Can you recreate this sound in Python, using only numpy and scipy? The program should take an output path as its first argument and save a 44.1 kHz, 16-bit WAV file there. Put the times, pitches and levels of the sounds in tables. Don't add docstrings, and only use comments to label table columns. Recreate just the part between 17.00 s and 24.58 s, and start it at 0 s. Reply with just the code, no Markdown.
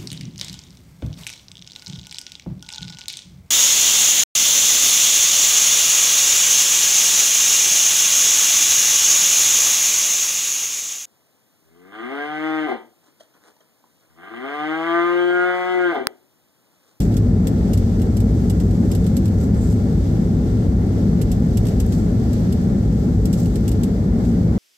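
import sys
import numpy as np
from scipy.fft import rfft, irfft, next_fast_len
from scipy.io import wavfile
from scipy.ndimage import uniform_filter1d, map_coordinates

SR = 44100
rng = np.random.default_rng(int(sys.argv[2]) if len(sys.argv) > 2 else 0)


def wav_record(signal):
    frames = np.transpose(np.atleast_2d(signal))
    bounded = np.clip(frames, -1, 1)
    quanta = np.round(bounded * 32767).astype(np.int16)
    wavfile.write(sys.argv[1], SR, quanta)


N = 334278


def engines():
    # freq_hz, density_db
    rumble_db = [(20, -7), (36, -4), (48, 1), (110, 0.5), (150, -9), (300, -35)]
    # freq_hz, density_db
    roar_db = [(80, -10.5), (130, -3.5), (160, 4), (450, -1), (620, -4), (820, -6.5), (930, -10.5),
               (1500, -10), (2200, -10.5), (2500, -21), (6000, -46)]
    rumble_start_db, roar_start_db, ease_db_per_s = -18.5, -18.5, 0.1321
    flutter_db, flutter_knots_per_s = 0.78, 11

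    ease_db = -ease_db_per_s * np.arange(N) / SR
    rumble = rush(lambda hz: amp(along(rumble_db, hz)) * fuselage(hz))
    roar = rush(lambda hz: amp(along(roar_db, hz)) * fuselage(hz))
    rumble_gain = amp(rumble_start_db + ease_db)
    roar_gain = amp(roar_start_db + ease_db + flutter_db * wobble(flutter_knots_per_s))
    return rumble_gain * rumble + roar_gain * roar


def fuselage(hz):
    # center_hz, width_hz, left_db, right_db
    modes = [(58.5, 19, -0.25, 0), (102.6, 22, 0.2, 0.5), (167.2, 33, -3, -3.5), (195.2, 25.6, -3.5, -3),
             (239.1, 20.4, -2, -3), (332, 26.4, -11.5, -13.5), (394, 37, -25, -15), (427, 42.5, -12.5, -14),
             (560, 31, -23, -20), (750, 90, -21, -30.5), (807, 70, -31, -27.5), (1366, 76, -24.5, -30),
             (1760, 40, -32, -27), (2040, 250, -56, -40)]
    power = 0
    for center_hz, width_hz, left_db, right_db in modes:
        damping = (hz * width_hz) ** 2
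        resonance = damping / ((center_hz ** 2 - hz ** 2) ** 2 + damping)
        power = power + amp([[left_db], [right_db]]) ** 2 * resonance
    return np.sqrt(power)


def rattle():
    # start_s, level_db
    knocks = [(.002, -38), (.0175, -46), (.1196, -54), (.1401, -50), (0.1674, -38), (.4704, -37),
              (0.7337, -36), (.7738, -41), (.9961, -50), (1.017, -44.5), (1.168, -40.5), (1.2022, -42),
              (1.498, -36), (1.5998, -44), (1.7074, -52), (1.915, -38.5), (1.95, -40), (2.0423, -52),
              (2.065, -42.5), (2.1668, -36.5), (2.256, -43.5), (2.2794, -51), (2.4104, -54), (2.5441, -54),
              (4.2148, -38), (4.3158, -38), (4.5717, -35), (4.6533, -48), (4.6678, -44), (4.684, -46),
              (4.8002, -36.5), (4.9227, -44), (5.331, -44), (5.5243, -43), (6.2548, -37.5), (6.329, -38.5),
              (6.3374, -48), (6.4572, -46.5), (6.556, -42.5), (6.679, -37), (6.7151, -42), (6.8338, -37.5),
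              (7.2494, -55)]
    # freq_hz, density_db
    bright_db = [(3000, -24), (5000, -4.5), (7500, -1), (10000, 0), (12000, 3.5), (14000, -3),
                 (16000, -8.5)]
    # freq_hz, density_db
    dull_db = [(800, -28), (1800, -5), (3000, 0), (5300, 0), (6800, -8), (9000, -50)]
    # freq_hz, level_db, t60_s
    trim_modes = [(2853, -10, .09), (3442, -12, .07), (5340, -10, .09), (7400, -12, .07), (7835, -12, .07),
                  (8305, -12, .07), (8671, -9, .07), (11670, -12, .06), (12250, -13, .05)]
    hard_body_db, body_growth, hard_db = -6.5, 0.59, -38
    knock_t60_s, chatter_t60_s, tail_t60_s, attack_s = 0.067, 0.0059, 0.26, 0.00053
    pan_scatter_db, mode_scatter_db = 1.4, 3

    bright = rush(lambda hz: amp(along(bright_db, hz)))
    body = rush(lambda hz: amp(along(dull_db, hz)))
    out, t = np.zeros((2, N)), np.arange(SR // 8) / SR
    mode_hz, mode_db, mode_t60_s = np.transpose(trim_modes)[:, :, None]
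    fading = amp(mode_db - 60 * t / mode_t60_s) * np.exp(2j * np.pi * mode_hz * t)
    attack = 1 - np.exp(-t / attack_s)
    decay = 1.76 * amp(-60 * t / knock_t60_s) + 0.091 * amp(-60 * t / tail_t60_s)
    for start_s, level_db in knocks:
        body_db = hard_body_db + (body_growth - 1) * (level_db - hard_db)
        pan_db = rng.normal(0, pan_scatter_db)
        start = round(start_s * SR)
        now = slice(start, start + len(t))
        rebounds_s = np.cumsum(rng.uniform(0.0025, 0.0055, 4))
        chatter = 0
        for k, lag_s in enumerate([0, *rebounds_s]):
            chatter = chatter + .5 ** k * (t > lag_s) * amp(-60 * np.abs(t - lag_s) / chatter_t60_s)
        burst = attack * (decay + 1.73 * chatter) * (bright[:, now] + amp(body_db) * body[:, now])
        size = (2, len(trim_modes))
        strength = amp(rng.normal(0, mode_scatter_db, size)) * np.exp(2j * np.pi * rng.random(size))
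        ring = (strength @ fading).imag
        out[:, now] += port_gains(level_db, pan_db) * (burst + 0.91 * ring)
    return out


def rustle():
    # time_s, level_db
    rubbing = [(0, -58), (.6, -58), (1.9, -51), (2.4, -57.5), (2.9, -56.5), (4.1, -64), (4.5, -54.5),
               (5.2, -56.5), (5.7, -56.5), (6.5, -54.5), (7, -63), (7.58, -59)]
    # start_s, hold_s, level_db
    scuffs = [(0, 0.043, -47.5), (2.41, .02, -50.5), (2.64, .09, -51), (4.94, 0.055, -49),
              (6.39, .05, -47.5), (7.26, .03, -53)]
    # freq_hz, density_db
    rub_db = [(2500, -14), (4500, -7), (6600, -4), (7500, -6.5), (8400, -10), (9300, -10), (12000, -8),
              (16000, -11.5)]
    time_s, level_db = np.transpose(rubbing)
    steady = amp(np.interp(np.arange(N) / SR, time_s, level_db))
    level = steady + swells(scuffs, rise_db_per_s=250, fall_db_per_s=300)
    grain = amp(2.2 * wobble(300) + .5 * wobble(30))
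    return level * unit(grain) * rush(lambda hz: amp(along(rub_db, hz)))


def ticks():
    # start_s, level_db, left_over_right_db
    snaps = [(4.865, -25, 4), (5.3994, -40, 1), (6.4009, -26, 9), (6.6917, -19.5, 5.5), (7.3464, -37, 0)]
    # freq_hz, gain_db
    snap_db = [(1500, -28), (5000, -7), (10000, 3), (16000, 4)]
    attack_s, t60_s = .0003, .006
    out, t = np.zeros((2, N)), np.arange(SR // 100) / SR
    envelope = amp(-60 * t / t60_s) * (1 - np.exp(-t / attack_s))
    for start_s, level_db, pan_db in snaps:
        snap = rng.standard_normal((2, len(t))) * envelope
        start = round(start_s * SR)
        out[:, start:start + len(t)] += port_gains(level_db, pan_db) * snap
    return filtered(out, lambda hz: amp(along(snap_db, hz)))


def shh():
    # start_s, hold_s, level_db
    hisses = [(2.58, .15, -53), (6.38, .05, -58)]
    # freq_hz, density_db
    band_db = [(5500, -32), (6900, -5), (7600, -5), (8300, -3), (9200, -16), (11700, -10), (14000, -26)]
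    level = swells(hisses, rise_db_per_s=400, fall_db_per_s=300)
    return level * amp(1.2 * wobble(60)) * rush(lambda hz: amp(along(band_db, hz)))


def vents():
    # freq_hz, density_db
    hiss_db = [(1500, -26), (2500, -3.5), (3500, -0.5), (4800, 0), (6300, 0), (7500, -7.5), (10000, -6),
               (13000, -7), (16000, -8.5)]
    # center_hz, width_hz, added_db (20 log10 of the power added, relative to the hiss)
    duct_peaks = [(3510, 220, -5), (4660, 310, -4)]
    level_db, waver_db, waver_knots_per_s = -50, 1.04, 4.49

    def color(hz):
        power = 1
        for center_hz, width_hz, added_db in duct_peaks:
            power = power + amp(added_db) / (1 + (2 * (hz - center_hz) / width_hz) ** 2)
        return amp(along(hiss_db, hz)) * np.sqrt(power)

    return amp(level_db + waver_db * wobble(waver_knots_per_s)) * rush(color)


def rush(gain):
    # freq_hz, correlation
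    likeness = [(60, 1), (140, .98), (240, 0.97), (400, 0.81), (550, 0.87), (700, 0.14), (850, 0.048),
                (1150, -0.29), (1500, -0.33), (2200, -0.016), (4000, -0.038), (15000, 0.0002)]
    m = next_fast_len(N)
    a, b = rfft(rng.standard_normal((2, m)))
    hz = np.fft.rfftfreq(m, 1 / SR)
    turn = np.arccos(np.clip(along(likeness, hz), -1, 1)) / 2
    mid, side = a * np.cos(turn), b * np.sin(turn)
    spectrum = gain(hz) * np.array([mid + side, mid - side])
    return unit(irfft(spectrum, m)[:, :N])


def swells(rows, rise_db_per_s, fall_db_per_s):
    t = np.arange(N) / SR
    gain = 0
    for start_s, hold_s, level_db in rows:
        rise_db = rise_db_per_s * np.maximum(start_s - t, 0)
        fall_db = fall_db_per_s * np.maximum(t - start_s - hold_s, 0)
        gain = gain + amp(level_db - rise_db - fall_db)
    return gain


def port_gains(level_db, pan_db):
    return amp(level_db + pan_db * np.array([[.5], [-.5]]))


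def wobble(knots_per_s):
    knots = rng.standard_normal(int(N * knots_per_s / SR) + 4)
    return map_coordinates(knots, [np.arange(N) * knots_per_s / SR])


def filtered(x, response):
    m = next_fast_len(N + SR // 2)
    return irfft(rfft(x, m) * response(np.fft.rfftfreq(m, 1 / SR)), m)[..., :N]


def along(points, hz):
    f, v = np.transpose(points)
    return np.interp(np.log(hz + 1), np.log(f + 1), v)


def amp(db):
    return 10 ** (np.asarray(db) / 20)


def unit(x):
    return x / np.sqrt(np.mean(x ** 2) + 1e-20)


def scene():
    fade_in_s = .002
    fade = np.sin(np.pi / 2 * np.minimum(np.arange(N) / SR / fade_in_s, 1)) ** 2
    return fade * (engines() + rattle() + rustle() + ticks() + shh() + vents())


def record(dry):
    # freq_hz, gain_db
    port_colors = [
        [(2000, 0.5), (5500, 0), (6900, 1), (7600, 4.5), (8300, 1), (9600, -15.5), (11300, -10), (14200, -6),
         (15700, -9), (16200, -30)],
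        [(2000, -0.5), (5500, -0.5), (6800, -1.5), (7400, 6), (8400, 3), (9700, -5), (11000, -1.5),
         (11700, 2.5), (13000, -4.5), (14500, -3.5), (15700, -8.5), (15950, -35)],
    ]
    window_s, output_db, top_hz = 0.0338, 0.59, 16250
    ports = filtered(dry, lambda hz: amp([along(port, hz) for port in port_colors]))
    power = np.abs(uniform_filter1d(np.mean(ports ** 2, axis=0), size=int(window_s * SR)))
    control = (power / np.mean(power) + 0.09) ** -.23
    held = ports * amp(output_db) * control
    return filtered(held, lambda hz: hz < top_hz)


dry = scene()
out = record(dry)
wav_record(out)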